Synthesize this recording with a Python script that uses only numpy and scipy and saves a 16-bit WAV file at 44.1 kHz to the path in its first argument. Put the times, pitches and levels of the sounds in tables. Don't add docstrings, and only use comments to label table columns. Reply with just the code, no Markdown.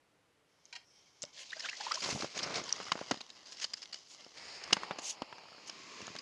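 import sys
import numpy as np
from scipy import signal
from scipy.fft import rfft, irfft
from scipy.io import wavfile

SR = 44100
rng = np.random.default_rng(int(sys.argv[2]) if len(sys.argv) > 2 else 0)


def inscribe(sig):
    pcm = np.round(np.clip(np.atleast_2d(sig).T, -1, 1) * 32767)
    wavfile.write(sys.argv[1], SR, pcm.astype(np.int16))


N = 274021
TIME = np.arange(N) / SR
HIT_TIME = np.arange(4096) / SR

# frequency in Hz, relative level in dB.
AIR_SPECTRUM = [(15, -43), (25, -22), (91, -11), (138, -7), (249, -12.5), (298, -5.5), (367, -11),
                (451, -6.5), (665, -11), (1480, -14), (1770, -15.5), (1920, -14.5), (12000, -31),
                (15600, -78), (22000, -120)]
LINE_SPECTRUM = [(88, -65), (150, -8), (337, -7), (449, -9), (567, -22), (620, -19), (729, -2.5),
                 (1960, -14), (2180, -4.5), (2710, -12), (3130, -5.5), (4170, -7), (5270, 1.5),
                 (6500, -3.5), (7300, -12), (11000, -65), (14300, -66), (22000, -120)]
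SNAP_SPECTRUM = [(120, -41), (200, -4), (364, -5.5), (774, -3), (1480, -3.5), (2240, 1.5), (3210, 0.5),
                 (3740, 2), (4920, 3), (6600, -4), (8230, -13), (9120, -17), (11000, -23), (12000, -39),
                 (15600, -22), (22000, -120)]
RUNOFF_SPECTRUM = [(88, -30), (150, -9), (700, -1.5), (888, -1), (1630, -10.5), (2480, -3), (2980, -2.5),
                   (3780, -5), (4460, 1), (6920, -6), (12000, -53), (15600, -68), (22000, -120)]
SPLASH_SPECTRUM = [(180, -78), (300, -15), (583, 2.5), (985, -21), (1050, 8), (1240, -56), (1660, -1),
                   (2100, -0.5), (3130, 5.5), (6880, -4), (12000, -39), (15600, -58), (22000, -120)]
SWISH_SPECTRUM = [(1180, -34), (2000, -14), (2870, -6), (4260, -7.5), (4560, -5.5), (6840, 0.5),
                  (7650, -9.5), (9300, -20.5), (10100, -18), (12000, -31), (15600, -103), (22000, -120)]
SKID_SPECTRUM = [(29, -63), (50, -18), (150, 0.5), (299, 3.5), (595, 5.5), (920, -4), (1030, 3),
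                 (1870, -4.5), (2100, 1), (3400, -7), (5140, -2), (6610, -8.5), (12000, -49), (15600, -88),
                 (22000, -120)]
GLOVE_SPECTRUM = [(29, -55), (50, -21.5), (198, -5.5), (683, -3.5), (1130, -7), (1830, -9.5), (2100, -6),
                  (2360, -10.5), (2830, -2), (3990, -2), (4910, 3), (6800, -3), (8700, -24.5), (9540, -22),
                  (12000, -65), (15600, -81), (22000, -120)]
REACH_SPECTRUM = [(29, -59), (50, -18), (731, -7), (1390, -10.5), (1790, -7), (2200, -6.5), (3480, -8.5),
                  (5020, 6), (6030, -9), (6920, -4), (7590, -17), (8910, -17.5), (9760, -35), (10700, -36),
                  (12000, -56), (15600, -80), (22000, -120)]
PRESS_SPECTRUM = [(29, -57), (50, -24), (222, -9.5), (519, -3), (899, 1), (1330, -7.5), (1460, -12),
                  (2900, -4.5), (3560, -15), (4580, -1), (5260, -4.5), (6030, -20), (6760, -13),
                  (7940, -30), (12000, -48), (15600, -95), (22000, -120)]
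RISE_SPECTRUM = [(29, -76), (50, -23), (160, -3.5), (359, 0), (820, -10), (1080, 1.5), (1390, -9),
                 (1710, -6), (2360, -5.5), (3560, -10), (5020, -5.5), (5890, -11.5), (6760, -9.5),
                 (8130, -28.5), (12000, -50), (15600, -54), (22000, -120)]

# frequency in Hz, bandwidth in Hz, gain in dB.
ROD_MODES = [(2220, 70, 3), (3130, 94, 4)]
ICE_MODES = [(1620, 550, 1), (2960, 180, 4.5), (4900, 970, -0.5), (6350, 360, 3.5)]
HOUSING_MODES = [(740, 48, 0.5), (950, 28, 2.5), (1550, 110, -3), (1855, 90, 3.5), (2370, 190, 0.5),
                 (2800, 120, 3), (3200, 60, 4.5), (4040, 130, 5.5), (4600, 160, 1), (5200, 66, 8.5),
                 (6200, 80, -6), (7000, 60, -1)]
POCKET_MODES = [(330, 200, -13), (720, 150, 0), (1600, 240, 2), (2700, 350, -1.5)]
GRIP_MODES = [(1110, 76, 1), (2040, 100, 4.5), (3000, 130, -2.5), (5300, 170, -0.5)]

# start in seconds, length in seconds, body level in dB, hiss level in dB.
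LINE_PULLS = [(0.45, 0.23, -85, -78.5), (0.61, 0.1, -80, -71.5), (0.88, 0.42, -79.5, -70.5),
              (0.94, 0.15, -85, -71), (1.2, 0.086, -63.5, -64)]
RUNOFF_FLOW = [(1.32, 0.684, -54.5, -47)]
GLOVE_GRIPS = [(2.62, 0.28, -50.5, -48), (2.91, 0.15, -53.5, -52), (3.07, 0.065, -51, -48),
               (3.2, 0.76, -62, -60), (3.45, 0.061, -62, -53.5), (3.56, 0.089, -68, -51),
               (3.745, 0.029, -78, -53), (3.93, 0.017, -58.5, -49), (4.0, 0.15, -80, -64),
               (4.09, 0.11, -63, -57), (4.175, 0.03, -56, -54.5), (4.25, 0.11, -65, -59.5)]
SLUSH_SKIDS = [(2.018, 0.1, -43.5, -40, 0.0044), (2.178, 0.071, -51, -44.5, .015),
               (2.275, 0.09, -63, -51.5, 0.045), (2.33, 0.077, -48.5, -45.5, 0.021),
               (2.412, 0.17, -42, -46.5, .03), (2.53, 0.043, -46.5, -41.5, .012)]
ARM_MOVES = [(4.332, 0.12, -55, -54.5, 0.048, "reach"), (4.376, 0.19, -52.5, -49.5, .11, "reach"),
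             (4.55, 0.3, -50, -55.5, 0.078, "reach"), (4.728, 0.3, -52, -57.5, 0.11, "press"),
             (4.98, 0.46, -58, -59, 0.063, "press"), (5.362, 0.32, -61.5, -59, 0.14, "press"),
             (5.536, 0.8, -56, -54.5, 0.2, "rise"), (5.76, 0.32, -55.5, -54, 0.23, "rise")]

# time in seconds, level in dB, pitch in Hz.
TACKLE_CLICKS = [(0.654, -40, 6400), (0.659, -49, 5600), (1.2199, -25.5, 6440), (1.225, -27, 5900),
                 (1.2306, -25.5, 7450), (1.251, -34, 5630), (2.639, -29.5, 6600), (2.7254, -10.5, 5750)]
# start in seconds, level in dB, length in seconds.
REEL_CLACKS = [(0.726, -37, 0.013), (0.752, -35.5, 0.0068), (0.761, -35, 0.0075)]
# time in seconds, thud level in dB, pitch in Hz, slap level in dB.
IMPACTS = [(1.237, -44.5, 198, -29), (2.061, -31, 520, -28.5), (2.090, -29, 590, -31.5),
           (2.128, -34.5, 150, -28), (2.15, -33, 130, -52), (2.159, -33.5, 425, -51),
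           (2.164, -36.5, 170, -51), (2.223, -30, 1290, -28.5), (2.233, -33, 300, -44),
           (2.245, -28, 470, -31.5), (2.371, -38.5, 600, -45), (2.584, -40, 378, -37),
           (2.802, -32, 750, -39), (2.9193, -20, 1070, -17), (2.955, -29.5, 530, -52),
           (2.977, -36.5, 950, -48), (2.991, -39, 1110, -50), (3.0138, -30.5, 504, -52),
           (3.027, -41.5, 1120, -56), (3.112, -19.5, 740, -19), (3.115, -30, 230, -48),
           (3.119, -26, 264, -25), (3.143, -36.5, 510, -32.5), (3.172, -48, 280, -54),
           (3.209, -41, 800, -50), (4.265, -47, 430, -57), (4.677, -45, 1110, -36.5),
           (4.708, -31, 1150, -58), (4.7272, -25, 390, -23), (4.73, -17.5, 1470, -7.5),
           (4.7686, -26, 865, -33.5), (4.834, -29.5, 1060, -38), (4.910, -23.5, 794, -39),
           (4.96, -43, 850, -50), (4.988, -32, 590, -32.5), (5.172, -47, 900, -58),
           (5.2204, -26.5, 604, -29), (5.327, -36, 950, -49), (5.383, -41.5, 970, -43),
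           (5.696, -41, 786, -47), (6.006, -40, 440, -48), (6.026, -43, 190, -52), (6.08, -36.5, 690, -39),
           (6.104, -46.5, 200, -50), (6.153, -35.5, 620, -36)]
# time of the crest in seconds, level in dB, pitch in Hz,
# swell in seconds, rise in natural log of pitch.
BIG_BUBBLES = [(1.239, -42, 575, 0.0053, .02), (1.507, -42.5, 3750, 0.007, .05),
               (1.532, -36.5, 1770, 0.0098, 0.24), (1.569, -48, 647, 0.015, 0.028),
               (1.578, -53, 1600, 0.017, .01), (1.605, -43, 1760, .007, 0.085),
               (1.65, -38, 1620, 0.012, 0.14), (1.658, -41, 2800, 0.0049, .15),
               (1.662, -42.5, 1330, 0.013, 0.2), (1.689, -38, 2050, 0.0084, 0.297),
               (1.694, -37.5, 2720, 0.013, 0.105), (1.732, -42, 1814, 0.0094, 0.18),
               (1.746, -52, 1940, 0.01, 0.055), (1.809, -41, 834, 0.014, 0.17),
               (1.813, -47, 1845, 0.014, 0.102), (1.869, -33.5, 950, 0.0061, 0.174),
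               (1.882, -42, 1120, 0.012, 0.097), (1.913, -35.5, 1092, 0.0085, 0.25),
               (1.921, -31.5, 1293, 0.018, 0.079), (1.955, -51, 603, 0.04, 0.23),
               (1.976, -38, 1015, 0.0095, 0.14)]
# start and end in seconds, level in dB.
CRUMB_SPELLS = [(1.36, 1.62, -41), (1.617, 2.0, -39), (3.147, 4.4, -47), (5.724, 6.2, -43)]
# start in seconds, level in dB, length in ms, pitch in Hz.
WET_CRUNCHES = [(1.377, -38, 3, 3500), (1.391, -38, 2, 4200), (1.432, -36.5, 1.6, 3000),
                (1.519, -36, 2.7, 2800), (1.567, -36, 3, 4800), (1.5945, -29.5, 5.1, 5430),
                (1.603, -28.5, 5.6, 5070), (1.65, -33, 11.5, 3680), (1.686, -34, 7.4, 4450),
                (1.695, -28, 3.2, 5130), (1.806, -31, 7, 4870), (1.851, -32, 3.5, 4400),
                (1.867, -35, 2, 3430), (1.9168, -19, 4.2, 4780), (1.94, -25, 8.5, 5800),
                (1.951, -26, 7.5, 5200), (2.0055, -30.5, 5.3, 4900), (2.025, -33, 7.1, 2500),
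                (2.038, -24.5, 12, 4600), (2.102, -25.5, 5.8, 6200), (2.208, -27, 3.7, 4400),
                (2.372, -28.5, 9, 6500), (2.389, -25, 7.9, 3050), (2.4279, -24, 13, 5140),
                (2.54, -29, 7, 4300), (2.556, -25, 5.1, 4030), (2.582, -40, 4.4, 4600),
                (2.689, -29, 8.4, 4660), (2.703, -35, 7.8, 1660), (2.761, -33, 3.9, 6300),
                (3.004, -37, 7.6, 1984), (3.174, -33, 1.5, 4140), (3.205, -34, 6, 2700),
                (3.212, -29.5, 3.3, 4030), (3.294, -44, 2.5, 2900), (3.3022, -31.5, 2, 3820),
                (3.458, -42, 4.1, 5000), (3.469, -43, 4.3, 6260), (3.52, -37.5, 5.2, 5130),
                (3.526, -39, 5.4, 6100), (3.568, -40.5, 7.2, 5160), (3.584, -40, 3.7, 2100),
                (3.598, -33, 5.4, 6200), (3.612, -29.5, 30, 6350), (3.641, -20.5, 7.1, 4900),
                (3.7348, -23.5, 6.4, 4950), (3.77, -39.5, 8.3, 5200), (3.818, -34, 4.9, 5200),
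                (3.826, -34, 9.8, 5100), (3.855, -37.5, 4.3, 3360), (3.926, -31, 9.1, 4400),
                (3.941, -29, 5.7, 4900), (4.245, -39, 3.4, 5340), (4.3742, -36.5, 2.4, 2600),
                (4.381, -40, 3, 3200), (4.637, -30.5, 5.5, 5400), (4.984, -33.5, 12, 6800),
                (5.66, -46, 4, 6000), (5.6954, -27, 3.5, 5300), (6.016, -32, 2, 6530),
                (6.0675, -29.5, 1.9, 6330), (6.163, -29.5, 3, 2380), (6.185, -35, 9.1, 4860)]

# middle in seconds, level in dB, width in seconds.
SURFACE_SPLASHES = [(1.40, -51, 0.05), (1.655, -47.5, 0.045), (1.815, -54, 0.021), (1.88, -48, 0.12)]
SKIN_SWISHES = [(1.41, -51.5, 0.035), (2.103, -46, 0.17), (3.527, -57, 0.023), (4.12, -57, 0.052),
                (5.077, -40.5, 0.063), (5.105, -42.5, 0.013), (5.68, -48.5, 0.012)]
HOLE_SLOSHES = [(1.42, -65, .05), (1.575, -61, .025), (1.655, -50, 0.036), (1.735, -60, .03),
                (1.89, -57, 0.074)]

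# start in seconds, peak level in dB, pitch in Hz.
CHIP_PINGS = [(2.006, -32, 4950), (3.737, -32.5, 4960), (6.1876, -34.5, 4940)]
# start and end in seconds, level in dB, pitch in Hz.
BUMP_SPELLS = [(2.051, 2.22, -39, 505), (2.36, 2.6, -39.5, 500), (2.678, 2.9, -40.5, 1100),
               (5.427, 5.58, -47.5, 895)]


def from_db(db):
    return 10 ** (np.asarray(db) / 20)


def rms_one(x):
    return x / np.sqrt(np.mean(x ** 2) + 1e-20)


def cut(x, hz, kind, order=2):
    return signal.sosfilt(signal.butter(order, np.clip(hz, 10, .45 * SR), kind, fs=SR, output="sos"), x)


def resonate(x, hz, width_hz):
    r = np.exp(-np.pi * width_hz / SR)
    feedback = [1, -2 * r * np.cos(2 * np.pi * hz / SR), r * r]
    return signal.lfilter(np.array([1, 0, -1]) * (1 - r * r) / 2, feedback, x)


def glide(x, hz, width_hz):
    turn = np.exp(2j * np.pi * np.cumsum(hz) / SR)
    r = np.exp(-np.pi * width_hz / SR)
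    return 2 * np.real(turn * signal.lfilter([1 - r], [1, -r], x / turn))


def colour(x, spectrum, size=4096):
    hz, db = np.transpose(spectrum)
    bins_hz = np.arange(size // 2 + 1) * SR / size
    gain = from_db(np.interp(np.log(bins_hz + 1), np.log(hz), db))
    cepstrum = irfft(np.log(gain))
    cepstrum[1:size // 2] *= 2
    cepstrum[size // 2 + 1:] = 0
    return signal.fftconvolve(x, irfft(np.exp(rfft(cepstrum))))[:len(x)]


def drift(per_s):
    knots = np.arange(0, N / SR + 1, 1 / per_s)
    return np.interp(TIME, knots, rng.standard_normal(4096)[:len(knots)])


def grains(per_s, spread_db):
    sizes = from_db(spread_db * np.minimum(rng.exponential(1, N), 4)) * rng.choice([-1, 1], N)
    return rms_one(sizes * (rng.random(N) < per_s / SR))


def add(out, s, sound):
    start = max(round(s * SR), 0)
    out[start:start + len(sound)] += sound[:max(N - start, 0)]


def at_level(sound, db, length_s):
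    return from_db(db) * sound / np.sqrt(np.sum(sound ** 2) / (length_s * SR) + 1e-20)


def strokes(rows, attack_s, release_s):
    power = 0
    for start, length, body_db, hiss_db in rows:
        age = TIME - start
        shape = np.clip(age / attack_s, 0, 1) * np.exp(-np.clip((age - length) / release_s, 0, 20))
        power = power + (from_db([[body_db], [hiss_db]]) * shape) ** 2
    return np.sqrt(power)


def swells(rows):
    return sum(from_db(db) * np.exp(-2 * ((TIME - s) / width) ** 2) for s, db, width in rows)


def shaped_noise(excitation, spectrum, gains, split_hz=2500):
    sound = colour(excitation, spectrum)
    body, hiss = (rms_one(cut(sound, split_hz, kind, order=3)) for kind in ("low", "high"))
    return body * gains[0] + hiss * gains[1]


def open_air(level_db=-73):
    noise = rng.standard_normal(N) + 0.037 * grains(60, 6.4)
    return from_db(level_db) * rms_one(colour(noise, AIR_SPECTRUM))


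def line(fastest_s=0.95, run_s=0.11, zing_db=-67.5, zing_width_hz=710):
    rub = (rng.standard_normal(N) + 0.5 * grains(380, 2.6)) * from_db(1.3 * drift(24.9))
    ringing = sum(from_db(db) * resonate(rub, hz, width) for hz, width, db in ROD_MODES)
    speed = np.exp(-((TIME - fastest_s) / run_s) ** 2)
    zing_hz = 5300 + 150 * speed + 70 * drift(18.3)
    zing = rms_one(glide(glide(rub, zing_hz, zing_width_hz), zing_hz, 3 * zing_width_hz))
    pulls = strokes(LINE_PULLS, attack_s=0.074, release_s=0.038)
    hiss = shaped_noise(rub + ringing, LINE_SPECTRUM, pulls)
    return from_db(zing_db) * speed * zing + from_db(0.5) * hiss


def ice_reflection(x, delay_s=0.000957, sway_s=0.00003, echo_db=-25):
    delay = delay_s + sway_s * drift(5.2)
    gain = from_db(echo_db)
    return (x + gain * np.interp(TIME - delay, TIME, x)) / np.sqrt(1 + gain ** 2)


def snaps(crest_db=10.5, spatter_db=-27, gap_db=6):
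    out = np.zeros(N)
    swarm = grains(5500, 2.5)
    for s, db, length, hz, ice_db in clicks() + slaps() + crunches():
        progress = HIT_TIME / length
        contact = np.minimum(.4 + 1.5 * progress, 1) * np.exp(-np.maximum(progress - .75, 0) / .42)
        spatter = from_db(spatter_db) * np.exp(-HIT_TIME / .025)
        impulses = np.roll(swarm, rng.integers(N))[:len(HIT_TIME)] * (contact + spatter)
        ice = sum(from_db(mode_db) * resonate(impulses, mode_hz * from_db(rng.normal(0, 0.51)), width)
                  for mode_hz, width, mode_db in ICE_MODES)
        gap = from_db(gap_db) * resonate(impulses, hz, width_hz=500)
        leak = 0.01 * cut(impulses, 0.51 * hz, "high")
        sound = colour(gap + leak + from_db(ice_db) * (.5 * impulses + ice), SNAP_SPECTRUM)
        add(out, s, at_level(sound, db - crest_db, length))
    return out


def clicks(length_s=0.002, ice_db=-25.5):
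    return [(s, db, length_s, hz, ice_db) for s, db, hz in TACKLE_CLICKS]


def reel(crest_db=9, rattle_db=-11, settle_db=-17, settle_s=0.056):
    out = np.zeros(N)
    chatter = grains(4000, 1.2)
    for s, db, length in REEL_CLACKS:
        envelope = np.exp(-(HIT_TIME / length) ** 2) + from_db(settle_db) * np.exp(-HIT_TIME / settle_s)
        taps = np.roll(chatter, rng.integers(N))[:len(HIT_TIME)] * envelope
        housing = sum((-1) ** k * from_db(mode_db) * resonate(taps, hz, width)
                      for k, (hz, width, mode_db) in enumerate(HOUSING_MODES))
        rattle = from_db(rattle_db) * cut(taps, 1300, "high")
        sound = cut(housing + rattle, 6800, "low", order=6)
        add(out, s, at_level(sound, db - crest_db, length))
    return out


def slaps(hz=3750, ice_db=11, lead_share=0.36):
    rows = []
    for s, _, _, db in IMPACTS:
        length = 0.00459 * from_db(0.3 * (db + 14.5))
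        rows.append((s - lead_share * length, db, length, hz, ice_db))
    return rows


def thuds(lead_s=0.003, rock_hz=205, hollow_hz=990, ring_cycles=2.8):
    out = np.zeros(N)
    age = np.maximum(HIT_TIME - lead_s, 0)
    landing = (age > 0) * (from_db(-9) * np.exp(-age / 0.0049) + from_db(-30) * np.exp(-age / 0.02))
    for s, db, hz, *_ in IMPACTS + bumps():
        phase = 2 * np.pi * hz * (HIT_TIME - lead_s)
        push = -phase * np.exp((1 - phase ** 2) / 2)
        noise = rms_one(resonate(rng.standard_normal(len(age)), hz, 1.48 * hz))
        patter = cut(landing * noise, 5.46 * hz, "low", order=3)
        mass_hz = rock_hz * from_db(rng.normal(0, 1.6))
        rocking = from_db(-16) * np.sin(2 * np.pi * mass_hz * age) * np.exp(-age / 0.0074)
        hollow = from_db(-0.5 + 42 * np.clip(np.log2(hz / hollow_hz), -.7, 0))
        cupped = hollow * ring_cycles * resonate(push, hz, hz / (np.pi * ring_cycles))
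        cushioned = (from_db(-0.5) * push - rocking) / (1 + 0.35 * hollow)
        add(out, s - lead_s, from_db(db) * (cushioned + patter + cupped))
    return cut(out, 91, "high")


def gulps(ring_db=-15, ring_s=0.02, slosh_db=-8, overtone_db=-19, waver=0.044):
    out = np.zeros(N)
    for s, db, hz, swell_s, rise in BIG_BUBBLES + gurgles():
        age = HIT_TIME / swell_s - 1
        shake, churn = rng.standard_normal((2, len(age)))
        wobble = rms_one(cut(shake, 220, "low"))
        pitch = hz * np.exp(rise * np.tanh(2 * age) * np.where(age < 0, 1, .5) + waver * wobble)
        phase = 2 * np.pi * np.cumsum(pitch) / SR
        tail = from_db(ring_db) * np.clip(4 * age, 0, 1) * np.exp(-np.abs(age) * swell_s / ring_s)
        envelope = np.exp(-6 * age ** 2) + tail
        tone = (np.sin(phase) + from_db(overtone_db) * np.sin(2 * phase)) * from_db(1.2 * wobble)
        water = rms_one(cut(resonate(churn, 1.03 * hz, 0.21 * hz), 2.5 * hz, "low", order=3))
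        add(out, s - swell_s, from_db(db) * envelope * (tone + from_db(slosh_db) * water))
    return out


def droplets(per_s, q=22):
    pitches = np.geomspace(550, 9000, num=26)
    impulses = grains(per_s * len(pitches), 3.6)
    size = rng.integers(len(pitches), size=N)
    return rms_one(sum(rms_one(resonate(impulses * (size == k) + 1e-18, hz, hz / q)) * np.sqrt(hz)
                       for k, hz in enumerate(pitches)))


def runoff(body_db_per_s=24, hiss_db_per_s=13):
    fizz = .7 * droplets(330, q=10) * from_db(2.5 * drift(60))
    mist = .8 * grains(7000, 2.5) * from_db(3.2 * drift(110))
    start, length = RUNOFF_FLOW[0][:2]
    remaining_s = np.maximum(start + length - TIME, 0)
    growth = from_db(-remaining_s * [[body_db_per_s], [hiss_db_per_s]])
    flow = strokes(RUNOFF_FLOW, attack_s=0.025, release_s=0.03) * growth
    return from_db(-1) * shaped_noise(fizz + mist, RUNOFF_SPECTRUM, flow)


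def crunches(ice_db=-2.5, crumb_hz=4500, crumb_s=0.001, gap_s=0.035, spread_db=3):
    rows = [(s, db, ms / 1000, hz, ice_db) for s, db, ms, hz in WET_CRUNCHES]
    pitches = crumb_hz * from_db(0.5 * np.clip(rng.standard_normal(512), -2, 2))
    slots = [(s, db) for start, end, db in CRUMB_SPELLS for s in np.arange(start, end, gap_s)]
    delays, sizes = rng.random(256), rng.standard_normal(256)
    return rows + [(s + gap_s * delay, db + spread_db * size, crumb_s, hz, ice_db)
                   for (s, db), delay, size, hz in zip(slots, delays, sizes, pitches)]


def spray(rows, spectrum):
    return swells(rows) * rms_one(colour(grains(12000, 1.6) + .5 * droplets(80), spectrum))


def slosh(shift_db=2):
    churn = grains(2500, 2.0) * from_db(2.5 * drift(80))
    ringing = sum(from_db(db) * glide(churn, hz * from_db(shift_db * drift(45)), width)
                  for hz, width, db in POCKET_MODES)
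    return swells(HOLE_SLOSHES) * rms_one(cut(cut(ringing, 170, "high"), 4000, "low"))


def gurgles(start_s=1.5, end_s=1.97, per_s=46, level_db=-53.5, centre_hz=1788, cycles=14, rise=0.14):
    moments = np.arange(start_s, end_s, 1 / per_s)
    delays = rng.random(128) / per_s
    highs, louds = rng.standard_normal((128, 2)).T
    pitches = centre_hz * from_db(3.5 * np.clip(highs, -2, 2))
    return [(s + delay, level_db + 2.5 * loud, hz, cycles / hz, rise)
            for s, delay, loud, hz in zip(moments, delays, louds, pitches)]


def pings(decay_s=0.0037):
    out = np.zeros(N)
    for s, db, hz in CHIP_PINGS:
        add(out, s, from_db(db) * np.sin(2 * np.pi * hz * HIT_TIME) * np.exp(-HIT_TIME / decay_s))
    return out


def skid():
    crystals = (grains(3500, 1.6) + 0.38 * droplets(150)) * from_db(1.4 * drift(90))
    power = sum(strokes([row], attack_s, release_s=0.039) ** 2 for *row, attack_s in SLUSH_SKIDS)
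    return from_db(-1) * shaped_noise(crystals, SKID_SPECTRUM, np.sqrt(power))


def bumps(gap_s=0.024):
    slots = [(s, db, hz) for start, end, db, hz in BUMP_SPELLS for s in np.arange(start, end, gap_s)]
    delays = rng.random(256)
    scatter = np.clip(rng.standard_normal((256, 2)), -2, 2)
    return [(s + gap_s * delay, db + 1.5 * hard, hz * from_db(2 * high))
            for (s, db, hz), delay, (hard, high) in zip(slots, delays, scatter)]


def glove(shift_db=0.94):
    rub = grains(3000, 0.98) + 0.69 * grains(220, 2.4)
    hollows = sum(from_db(db) * glide(rub, hz * from_db(shift_db * drift(16)), width)
                  for hz, width, db in GRIP_MODES)
    tinkle = 0.31 * droplets(25, q=25)
    scrape = (rub + hollows + tinkle) * from_db(1.34 * drift(34.49))
    grips = strokes(GLOVE_GRIPS, attack_s=0.017, release_s=0.066)
    return from_db(-3) * shaped_noise(scrape, GLOVE_SPECTRUM, grips)


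def jacket(catch_share=0.48, fold_db=-5, fold_hz=2600):
    rub = (rng.standard_normal(N) + catch_share * grains(600, 2.4)) * from_db(0.91 * drift(60))
    fold = from_db(fold_db) * glide(rub, fold_hz * from_db(2 * drift(7)), width_hz=450)
    spectra = {"reach": REACH_SPECTRUM, "press": PRESS_SPECTRUM, "rise": RISE_SPECTRUM}
    out = np.zeros(N)
    for *move, attack_s, kind in ARM_MOVES:
        cloth = np.roll(rub + fold, rng.integers(N))
        out += shaped_noise(cloth, spectra[kind], strokes([move], attack_s, release_s=0.052))
    return from_db(-0.86) * out


def scene():
    air = open_air()
    hole = reel() + runoff() + slosh() + gulps() + spray(SURFACE_SPLASHES, SPLASH_SPECTRUM)
    contacts = thuds() + snaps() + pings() + skid() + spray(SKIN_SWISHES, SWISH_SPECTRUM)
    angler = ice_reflection(line() + glove() + jacket())
    return (hole + contacts + angler + air)[None]


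def record(dry, cutoff_hz=12000):
    return signal.sosfilt(signal.ellip(10, .2, 90, cutoff_hz, fs=SR, output="sos"), dry)


dry = scene()
out = record(dry)
inscribe(out)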